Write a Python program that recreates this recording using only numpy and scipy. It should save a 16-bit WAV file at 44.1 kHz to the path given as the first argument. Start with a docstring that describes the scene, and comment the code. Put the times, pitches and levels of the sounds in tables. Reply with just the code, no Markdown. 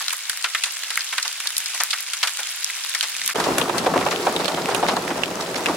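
"""Small hail and rain fall on wet asphalt: random grains of noise make a hiss, small resonances tick.
Near stones knock, crack and spray: each sound is noise in its own band, shaped by a brief envelope.
From 3.05 s there is also a faint low rumble, made of filtered noise.
At 3.34 s, after a tiny silence, the listening place changes: the hiss is duller, and stones drum
on a hollow roof close by, where noise grains excite a few short resonances."""
import sys
import numpy as np
from scipy import signal
from scipy.io import wavfile

SR = 44100
rng = np.random.default_rng(int(sys.argv[2]) if len(sys.argv) > 2 else 0)


def unload_audio(sound):
    """Save the sound as a 16-bit wav file, at the path given as the first command line argument."""
    columns = np.transpose(np.atleast_2d(sound))
    # keep every value between -1 and 1, then stretch to whole-number steps
    steps = np.round(np.clip(columns, -1, 1) * 32767)
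    wavfile.write(sys.argv[1], SR, steps.astype(np.int16))


N = 254016
TIME = np.arange(N) / SR
CHANGE_S = 3.341  # the listening place changes here
CUTOFF_HZ = 16100  # top of the finished sound

# strength of the shower in the open, before each layer's offset: t/s, hiss level/dB
OPEN_FALL = [(0.0, -28.5), (0.15, -33.5), (1.0, -31), (1.45, -32), (1.73, -30.7), (2.11, -32), (3.3, -29.5)]
# strength of the shower by the roof, hiss before each layer's offset: t/s, hiss level/dB, drumming level/dB
ROOF_FALL = [(3.36, -30.5, -29), (3.49, -29, -22.5), (3.72, -33, -27.5), (3.97, -33, -22.5),
             (4.21, -30.5, -29.5), (4.9, -33, -26.5), (5.4, -34, -31), (5.76, -31.5, -28.5)]
# faint low rumble before the change: t/s, level/dB
RUMBLE = [(3.05, -70), (3.17, -65), (3.27, -54), (3.33, -61)]
# tone colour of each layer, only relative: f/Hz, level per Hz/dB
OPEN_HISS = [(60, -50), (130, -44), (250, -28.5), (500, -18), (800, -9), (1200, -3.5), (1700, 1.5),
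             (3200, 4), (5000, 3), (8000, 0.5), (11000, -3.5), (13500, -10), (16000, -18)]
ROOF_HISS = [(500, 10.5), (1200, 2.5), (2200, 1), (3500, -1), (5000, -2), (8000, -8), (11000, -10.5),
             (13500, -17.5), (16000, -23)]
ROOF_DRUM = [(45, -14), (70, -12), (105, -11.5), (170, -3), (320, 1), (700, -5), (1100, -1.5),
             (1600, -13.5), (2500, -30), (4000, -25)]
# how alike left and right are: f/Hz, likeness (1 same, 0 unrelated, -1 opposite)
OPEN_LIKENESS = [(600, .999), (1400, 1), (2200, 0.95), (3100, 0.41), (4500, -0.32), (7000, -0.25),
                 (15000, -0.59)]
ROOF_LIKENESS = [(50, 0.83), (140, 0.91), (300, 0.96), (650, 0.86), (1400, 0.39), (3100, 0.1), (7000, 0.31),
                 (15000, 0.69)]
# resonances of the roof panel: f/Hz, width/Hz, level/dB
ROOF_MODES = [(173, 32, 0.5), (265, 30, -7), (368, 78, -3), (452, 15, -6.5), (653, 42, -2.5), (740, 38, 0)]
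# In the stone tables, levels are before the small trims in near_stones(). The basic t60
# (time to fall by 60 dB) is stretched or shortened there for each part of the sound.
# loudest stones on the asphalt: t/s, knock level/dB, crack f/Hz, crack level/dB, spray level/dB, t60/s
GROUND_STONES = [(0.0043, -27.5, 3220, -48, -35, 0.076), (0.0818, -30, 4230, -20, -28, .014),
                 (0.105, -32, 3100, -24.5, -29, 0.026), (0.1276, -27.5, 3580, -31, -22.5, 0.052),
                 (0.2962, -25, 3860, -24.5, -20, 0.021), (0.4423, -18, 3000, -16.5, -26, .048),
                 (0.5482, -17.5, 2920, -20, -26.5, 0.028), (0.6371, -29, 3500, -17, -20.5, .048),
                 (0.6584, -29, 3600, -29, -30, 0.062), (0.8351, -30.5, 2960, -32, -34, 0.01),
                 (0.9037, -25.5, 3780, -25, -28.5, 0.044), (0.957, -33, 3760, -27, -27, .013),
                 (0.9745, -17.5, 2480, -35, -24.5, .012), (1.1262, -23.5, 2700, -26, -30, 0.059),
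                 (1.181, -19, 3350, -19, -26, 0.027), (1.2272, -48, 4820, -21.5, -27, .015),
                 (1.2499, -25.5, 3700, -25.5, -34, 0.092), (1.279, -43, 4200, -24.5, -28, .01),
                 (1.455, -28.5, 4700, -33, -38, 0.053), (1.472, -36, 4130, -19.5, -22.5, 0.0099),
                 (1.567, -46, 4300, -23.5, -25, .016), (1.5801, -40, 4760, -28, -18.5, .024),
                 (1.6593, -35.5, 4400, -25.5, -27.5, 0.026), (1.7438, -29, 4400, -28, -26.5, 0.071),
                 (1.8015, -18.5, 4670, -18.5, -27, 0.081), (1.8356, -42, 4700, -29, -19, 0.0086),
                 (1.9061, -41, 3780, -19, -24.5, 0.044), (1.9311, -21.5, 3680, -19.5, -35, 0.043),
                 (2.134, -29, 3480, -23.5, -24.5, 0.039), (2.2298, -17.5, 3260, -14, -23, 0.079),
                 (2.2728, -25.5, 3360, -20, -23, 0.053), (2.3898, -25.5, 2980, -31, -29, 0.083),
                 (2.4317, -37, 3250, -29, -32, .012), (2.6445, -42, 4800, -22, -21.5, 0.0079),
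                 (2.7003, -36, 2480, -28, -46, 0.012), (2.9485, -22, 4140, -23, -23, 0.031),
                 (3.0089, -30, 3500, -17.5, -26, 0.0099), (3.0279, -25.5, 3100, -20, -23.5, 0.081),
                 (3.216, -27, 4440, -27.5, -33, 0.0077), (3.2612, -47, 4900, -41, -23, .015),
                 (3.2772, -38, 3450, -27.5, -19, 0.013), (3.2895, -22.5, 3500, -33, -44, 0.048)]
# loudest stones on the roof: t/s, knock f/Hz, knock level/dB, crack f/Hz, crack level/dB,
# spray level/dB, t60/s, left over right level/dB
ROOF_STONES = [(3.3564, 560, -21.5, 3130, -28, -34.5, 0.037, -5),
               (3.3995, 870, -17.5, 4170, -25, -28.5, 0.048, -1),
               (3.442, 1130, -23, 3880, -26, -35, .057, 0), (3.463, 530, -16.5, 2900, -34, -44, .07, 0),
               (3.5829, 990, -18, 3150, -23, -20, 0.018, 0), (3.614, 590, -33, 3020, -20.5, -34, 0.017, 4),
               (3.6954, 700, -18.5, 3100, -29.5, -42, 0.031, -6),
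               (3.7815, 1320, -24.5, 4000, -21.5, -26, .049, 2),
               (3.862, 604, -11, 2700, -24.5, -40, 0.062, 0.5),
               (3.9373, 780, -16.5, 3000, -39, -41, .04, 1), (3.956, 580, -14.5, 2900, -44, -44, 0.11, -2),
               (4.0092, 710, -21, 3100, -30, -45, .038, -5), (4.0629, 790, -15, 2800, -28, -46, .04, -1.5),
               (4.1108, 1050, -20.5, 3580, -24.5, -40, 0.09, 1),
               (4.2665, 720, -11.5, 2860, -27.5, -40, .048, -0.5),
               (4.363, 376, -23, 3400, -21, -33.5, 0.023, -2), (4.402, 620, -22, 3200, -28, -44, .08, -3),
               (4.456, 746, -27, 4080, -23.5, -38, 0.015, -3),
               (4.4805, 563, -22.5, 3450, -21, -34, 0.032, -7.5),
               (4.5724, 625, -19, 2900, -35, -45, 0.056, -1),
               (4.688, 690, -16.5, 3000, -42, -45, 0.046, -1),
               (4.7091, 676, -20.5, 2680, -28, -45, 0.11, -1), (4.747, 660, -22, 2920, -21, -26, .03, -6),
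               (4.8271, 670, -12.5, 2900, -29, -46, 0.064, 0),
               (4.8848, 784, -15, 3130, -19, -32, 0.054, 1.5),
               (4.9118, 524, -20.5, 4200, -28.5, -47, 0.1, -1),
               (4.9664, 690, -16.5, 3840, -28, -33, 0.027, -2),
               (5.103, 940, -22.5, 2700, -48, -53, 0.058, 0),
               (5.2342, 1050, -24.5, 2770, -18, -39, 0.016, -5),
               (5.5569, 570, -30, 4340, -25.5, -38, 0.044, -1),
               (5.6588, 1260, -22, 2520, -17.5, -30, 0.022, 4),
               (5.683, 647, -17.5, 3100, -48, -48, .088, 0)]
# typical faint stone: knock f/Hz, knock level/dB, crack f/Hz, crack level/dB, spray level/dB, t60/s
# (the negative t60 on the ground makes every faint stone there a pure snap)
FAINT_GROUND = (1550, -38, 3900, -35.5, -32, -0.02)
FAINT_ROOF = (620, -23.5, 3500, -32, -37.5, 0.13)
FAINT_SPREAD_DB, FAINT_PITCH_OCTAVES, FAINT_T60_OCTAVES = 2.5, 0.24, 0.53  # their scatter

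# on asphalt, a stone that splashes longer knocks lower and broader
GROUND_KNOCK_HZ, KNOCK_FALL_OCTAVES_PER_S = 1836, 3.94
GROUND_KNOCK_OCTAVES, KNOCK_WIDENS_OCTAVES_PER_S = 0.48, 13.4
GROUND_PAN_DB = 0.2  # left over right
# a harder blow on the roof knocks more purely: width at a reference level, and its fall
ROOF_OCTAVES, ROOF_REFERENCE_DB, ROOF_NARROWS_OCTAVES_PER_DB = 1.84, -18.5, 0.1
SNAP_FADE_S = 0.016  # the first snap's share falls by 1/e for each such step of t60
# the spray climbs in pitch as it outweighs the crack, fully at this lead
SPRAY_HZ, SPRAY_RISE_OCTAVES, SPRAY_LEAD_DB = 7230, 0.32, 12


def from_db(db):
    """Turn decibels into a plain gain."""
    return np.exp(np.asarray(db) * np.log(10) / 20)


def rms_one(x):
    """Scale a signal to an average power of 1."""
    return x / np.sqrt(np.mean(x ** 2) + 1e-20)


def in_time(rows, t):
    """Read each column of a table at the times t, with straight lines between its points."""
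    s, *columns = np.transpose(rows)
    return [np.interp(t, s, column) for column in columns]


def at_hz(points, hz):
    """Read a table at a frequency; equal pitch steps count equally, as for the ear."""
    table_hz, values = np.transpose(points)
    return np.interp(np.log(hz), np.log(table_hz), values)


def band(x, low_hz, high_hz):
    """Keep mainly the frequencies between two limits."""
    b, a = signal.butter(2, [low_hz, high_hz], "band", fs=SR)
    return signal.lfilter(b, a, x)


def ring(x, hz, width_hz):
    """A resonance: each push rings at one pitch, longer when narrower; gain 1 at its peak."""
    r = np.exp(-np.pi * width_hz / SR)
    b = np.array([1, 0, -r]) * (1 - r)
    a = [1, -2 * r * np.cos(2 * np.pi * hz / SR), r * r]
    return signal.lfilter(b, a, x + 1e-18)


def stereo(pair, alike):
    """Mix a shared signal and an opposed one, so left and right are as alike as asked."""
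    alike = np.clip(alike, -1, 1)
    shared = np.sqrt((1 + alike) / 2) * pair[0]
    opposed = np.sqrt((1 - alike) / 2) * pair[1] * [[1], [-1]]
    return shared + opposed


def faint_rumble(t):
    """A faint low rumble: noise in a low band, with its level drawn over time."""
    level_db, = in_time(RUMBLE, t)
    noise = rms_one(band(rng.standard_normal(len(t)), 120, 340))
    return from_db(level_db) * (t > RUMBLE[0][0]) * noise


def patter(n, spectrum, likeness, per_s, spread_db, colour_db, ring_s, cycles, wash):
    """Random impacts of uneven size and colour, as fading noise over a smooth wash of far ones; rms 1."""
    at = rng.integers(0, n, int(per_s * n / SR))
    # many small impacts, few large ones
    size_db = spread_db * np.minimum(-np.log(np.linspace(1, 0, len(at), endpoint=False)), 4)
    edges = 44 * 2 ** np.arange(0, 9, .5)  # half-octave bands
    edges = edges[(edges > spectrum[0][0] / 2) & (edges < spectrum[-1][0] * 2)]
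    white = rng.standard_normal((2, 2, n))
    out = 0
    for k, (low, high) in enumerate(zip(edges, edges[1:])):
        hz = np.sqrt(low * high)
        impact_db = size_db + colour_db * rng.standard_normal(len(at))
        energy = np.bincount(at, from_db(impact_db) ** 2, n)
        # low pitches ring longer
        decay = np.exp(-1 / (SR * (ring_s + cycles / hz)))
        energy = signal.lfilter([1], [1, -decay], energy + 1e-18)
        # neighbouring bands use different noise
        grains = white[k % 2] * np.sqrt(energy / energy.mean() + wash)
        out = out + from_db(at_hz(spectrum, hz)) * stereo(band(grains, low, high), at_hz(likeness, hz))
    return rms_one(out)


def pellets(n, likeness, per_s, spread_db, low_hz, high_hz, sharpness, tilt_db, count=14):
    """Small pellets tick dryly: clicks of uneven size through a row of short resonances; rms 1."""
    out = 0
    each = max(int(per_s * n / SR / count), 2)
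    for hz in np.geomspace(low_hz, high_hz, count):
        at = rng.integers(0, n - SR // 100, each)
        size = from_db(spread_db * np.linspace(-2, 2, each))
        size = size * rng.standard_normal((2, each)).clip(-1.5, 1.5)
        clicks = np.zeros((2, n))
        clicks[:, at] = size
        # a tumbling pellet touches again at once
        again = at + (rng.uniform(.0003, .003, each) * SR).astype(int)
        clicks[:, again] += 0.52 * size[::-1]
        tick = rms_one(ring(clicks, hz, hz / sharpness))
        out = out + from_db(tilt_db * np.log2(hz / low_hz)) * stereo(tick, at_hz(likeness, hz))
    return rms_one(out)


def open_shower(t):
    """Fine hail and rain on the asphalt all around: dense noise grains and bright, dry ticks."""
    hiss_db, = in_time(OPEN_FALL, t)
    hiss = patter(len(t), OPEN_HISS, OPEN_LIKENESS, per_s=800, spread_db=2.5, colour_db=5.0,
                  ring_s=0.00044, cycles=1.3, wash=0.98)
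    ticks = pellets(len(t), OPEN_LIKENESS, per_s=260, spread_db=6.0, low_hz=2170, high_hz=11700,
                    sharpness=7.2, tilt_db=1.5)
    return from_db(hiss_db + 1.0) * hiss + from_db(hiss_db - 5.5) * ticks


def roof_drumming(n):
    """Many stones drum on the hollow roof, and its panel resonates briefly with them; rms 1."""
    drum = patter(n, ROOF_DRUM, ROOF_LIKENESS, per_s=130, spread_db=0.5, colour_db=3.5,
                  ring_s=0.003, cycles=0.75, wash=0.22)
    panel = sum(from_db(db) * ring(drum, hz, width_hz) for hz, width_hz, db in ROOF_MODES)
    return rms_one(drum + from_db(0.5) * panel)


def roof_shower(t):
    """A duller hiss and ticks from the ground, with drumming on the roof."""
    hiss_db, drum_db = in_time(ROOF_FALL, t)
    hiss = patter(len(t), ROOF_HISS, ROOF_LIKENESS, per_s=750, spread_db=3.0, colour_db=4.0,
                  ring_s=0.00047, cycles=1.9, wash=1.4)
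    ticks = pellets(len(t), ROOF_LIKENESS, per_s=59, spread_db=6.0, low_hz=1920, high_hz=10400,
                    sharpness=3.5, tilt_db=-6.5)
    ground = from_db(hiss_db + 3) * hiss + from_db(hiss_db - 5.5) * ticks
    return ground + from_db(drum_db) * roof_drumming(len(t))


def snap_share(t60):
    """A hard stone is nearly all snap, a slushy one nearly all splash."""
    return np.exp(-t60 / SNAP_FADE_S)


def faint_stones(start_s, end_s, typical, octaves, knock_scatter_octaves, count):
    """Stones a little farther off, scattered in time, strength, pitch and length around a typical one."""
    knock_hz, knock_db, crack_hz, crack_db, spray_db, t60 = typical
    times = start_s + (end_s - start_s) * (np.arange(count) + rng.random(count)) / count
    stones = []
    for s, chance in zip(times, rng.standard_normal((count, 5)).clip(-2, 2)):
        knock, crack, spray = [knock_db, crack_db, spray_db] + FAINT_SPREAD_DB * chance[:3]
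        # knock and crack go up or down together
        low_hz = knock_hz * 2 ** (knock_scatter_octaves * chance[3])
        high_hz = crack_hz * 2 ** (FAINT_PITCH_OCTAVES * chance[3])
        length = t60 * 2 ** (FAINT_T60_OCTAVES * chance[4])
        stones.append((s, low_hz, octaves, knock, high_hz, crack, spray, snap_share(length), length, 0))
    return stones


def ground_stone(s, knock_db, crack_hz, crack_db, spray_db, t60):
    """The length of the splash sets the pitch and width of the knock on asphalt."""
    knock_hz = GROUND_KNOCK_HZ * 2 ** (-KNOCK_FALL_OCTAVES_PER_S * t60)
    octaves = GROUND_KNOCK_OCTAVES + KNOCK_WIDENS_OCTAVES_PER_S * t60
    return (s, knock_hz, octaves, knock_db, crack_hz, crack_db, spray_db,
            snap_share(t60), t60, GROUND_PAN_DB)


def roof_stone(s, knock_hz, knock_db, crack_hz, crack_db, spray_db, t60, pan_db):
    """A hollow knock, narrower in pitch the harder the stone hits."""
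    octaves = max(ROOF_OCTAVES - ROOF_NARROWS_OCTAVES_PER_DB * (knock_db - ROOF_REFERENCE_DB), .5)
    return s, knock_hz, octaves, knock_db, crack_hz, crack_db, spray_db, snap_share(t60), t60, pan_db


def all_stones():
    """The loud stones and the faint ones between them, in both places."""
    ground = [ground_stone(*row) for row in GROUND_STONES]
    roof = [roof_stone(*row) for row in ROOF_STONES]
    faint_ground = faint_stones(0, CHANGE_S, FAINT_GROUND, octaves=.85, knock_scatter_octaves=.07, count=30)
    faint_roof = faint_stones(CHANGE_S, N / SR, FAINT_ROOF, octaves=2.07, knock_scatter_octaves=.25, count=16)
    return ground + roof + faint_ground + faint_roof


def impact_shape(t60, snap, snap_t60, rise_share, tail_db, tail_t60, lumpy_db):
    """Loudness over time: a dry snap, then an uneven splash and a diffuse tail of early reflections."""
    t = np.arange(SR // 8) / SR
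    front = from_db(-60 * np.minimum(t / snap_t60, 3))
    swell = 1 - np.exp(-t / (rise_share * t60))
    lumps = np.interp(t, t[::30], rng.standard_normal(len(t[::30])))
    # the square root offsets the reflections' longer duration, to steady their share of the energy
    reflections = from_db(tail_db - 60 * t / tail_t60) * np.sqrt(t60 / tail_t60)
    splash = swell * from_db(lumpy_db * lumps) * (from_db(-60 * t / t60) + reflections)
    snap = np.clip(snap, 0, 1)
    return np.sqrt(snap * rms_one(front) ** 2 + (1 - snap) * rms_one(splash) ** 2)


def burst(shape, hz, octaves, likeness):
    """An impact heard through one broad resonance: shaped noise with the energy of 10 ms at level 1."""
    half = 2 ** (octaves / 2)
    pair = band(rng.standard_normal((2, len(shape))) * shape, hz / half, hz * half)
    return stereo([rms_one(p) for p in pair], at_hz(likeness, hz)) * np.sqrt(.01 * SR / len(shape))


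def near_stones():
    """Each stone knocks on what it hits, cracks as ice, and throws a brief spray."""
    out = np.zeros((2, N + SR))
    for s, knock_hz, octaves, knock_db, crack_hz, crack_db, spray_db, snap, t60, pan_db in all_stones():
        on_ground = s < CHANGE_S
        likeness = OPEN_LIKENESS if on_ground else ROOF_LIKENESS
        t60 = max(t60, .003)
        knock_shape = impact_shape(t60 * 1.31, snap * 0.78 + 0.039, snap_t60=0.0035, rise_share=0.023,
                                   tail_db=-6.0, tail_t60=0.2, lumpy_db=1.1)
        crack_shape = impact_shape(t60 * 0.62, snap + 0.19, snap_t60=0.0093, rise_share=0.12,
                                   tail_db=-9.5, tail_t60=0.077, lumpy_db=5.5)
        spray_shape = impact_shape(t60 * 0.77, snap + 0.16, snap_t60=0.0039, rise_share=0.022,
                                   tail_db=-6, tail_t60=0.39, lumpy_db=3.0)
        knock = burst(knock_shape, knock_hz, octaves, likeness)
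        thud = from_db(-23.5) * burst(knock_shape, knock_hz * 0.47, 1.5, likeness)
        # a short dry hit is narrow in pitch, a long splash broad; short hits on the hard roof are purer
        crack_octaves = .5 + 9 * t60 if on_ground else 0.32 + 10.5 * t60
        crack = burst(crack_shape, crack_hz, crack_octaves, likeness)
        fineness = np.clip((spray_db - crack_db) / SPRAY_LEAD_DB, 0, 1)
        spray_hz = SPRAY_HZ * 2 ** (SPRAY_RISE_OCTAVES * fineness)
        spray = burst(spray_shape, spray_hz, 1.07, likeness)
        hit = from_db(knock_db - 0.62) * (knock + thud)
        hit = hit + from_db(crack_db - 0.64) * crack
        hit = hit + from_db(spray_db + 0.4) * spray
        start = round(s * SR)
        out[:, start:start + hit.shape[1]] += hit * from_db([[pan_db / 2], [-pan_db / 2]])
    return out[:, :N]


def scene():
    """One place gives way to the other through a few milliseconds of silence."""
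    before, after = TIME[TIME < CHANGE_S], TIME[TIME >= CHANGE_S]
    shower = np.hstack([faint_rumble(before) + open_shower(before), roof_shower(after)])
    # silent for 2 ms on either side, with 9.1 ms ramps beyond
    fade = np.clip((np.abs(TIME - CHANGE_S) - .002) / 0.0091, 0, 1)
    return fade * (shower + near_stones())


def record(dry):
    """The deepest bass is lost, the sharpest peaks are rounded, the top is cut."""
    thin = signal.sosfilt(signal.butter(2, 30, "high", fs=SR, output="sos"), dry)
    rounded = thin / (1 + (thin / .9) ** 8) ** .125
    return signal.sosfilt(signal.ellip(12, .1, 90, CUTOFF_HZ, fs=SR, output="sos"), rounded)


dry = scene()
out = record(dry)
unload_audio(out)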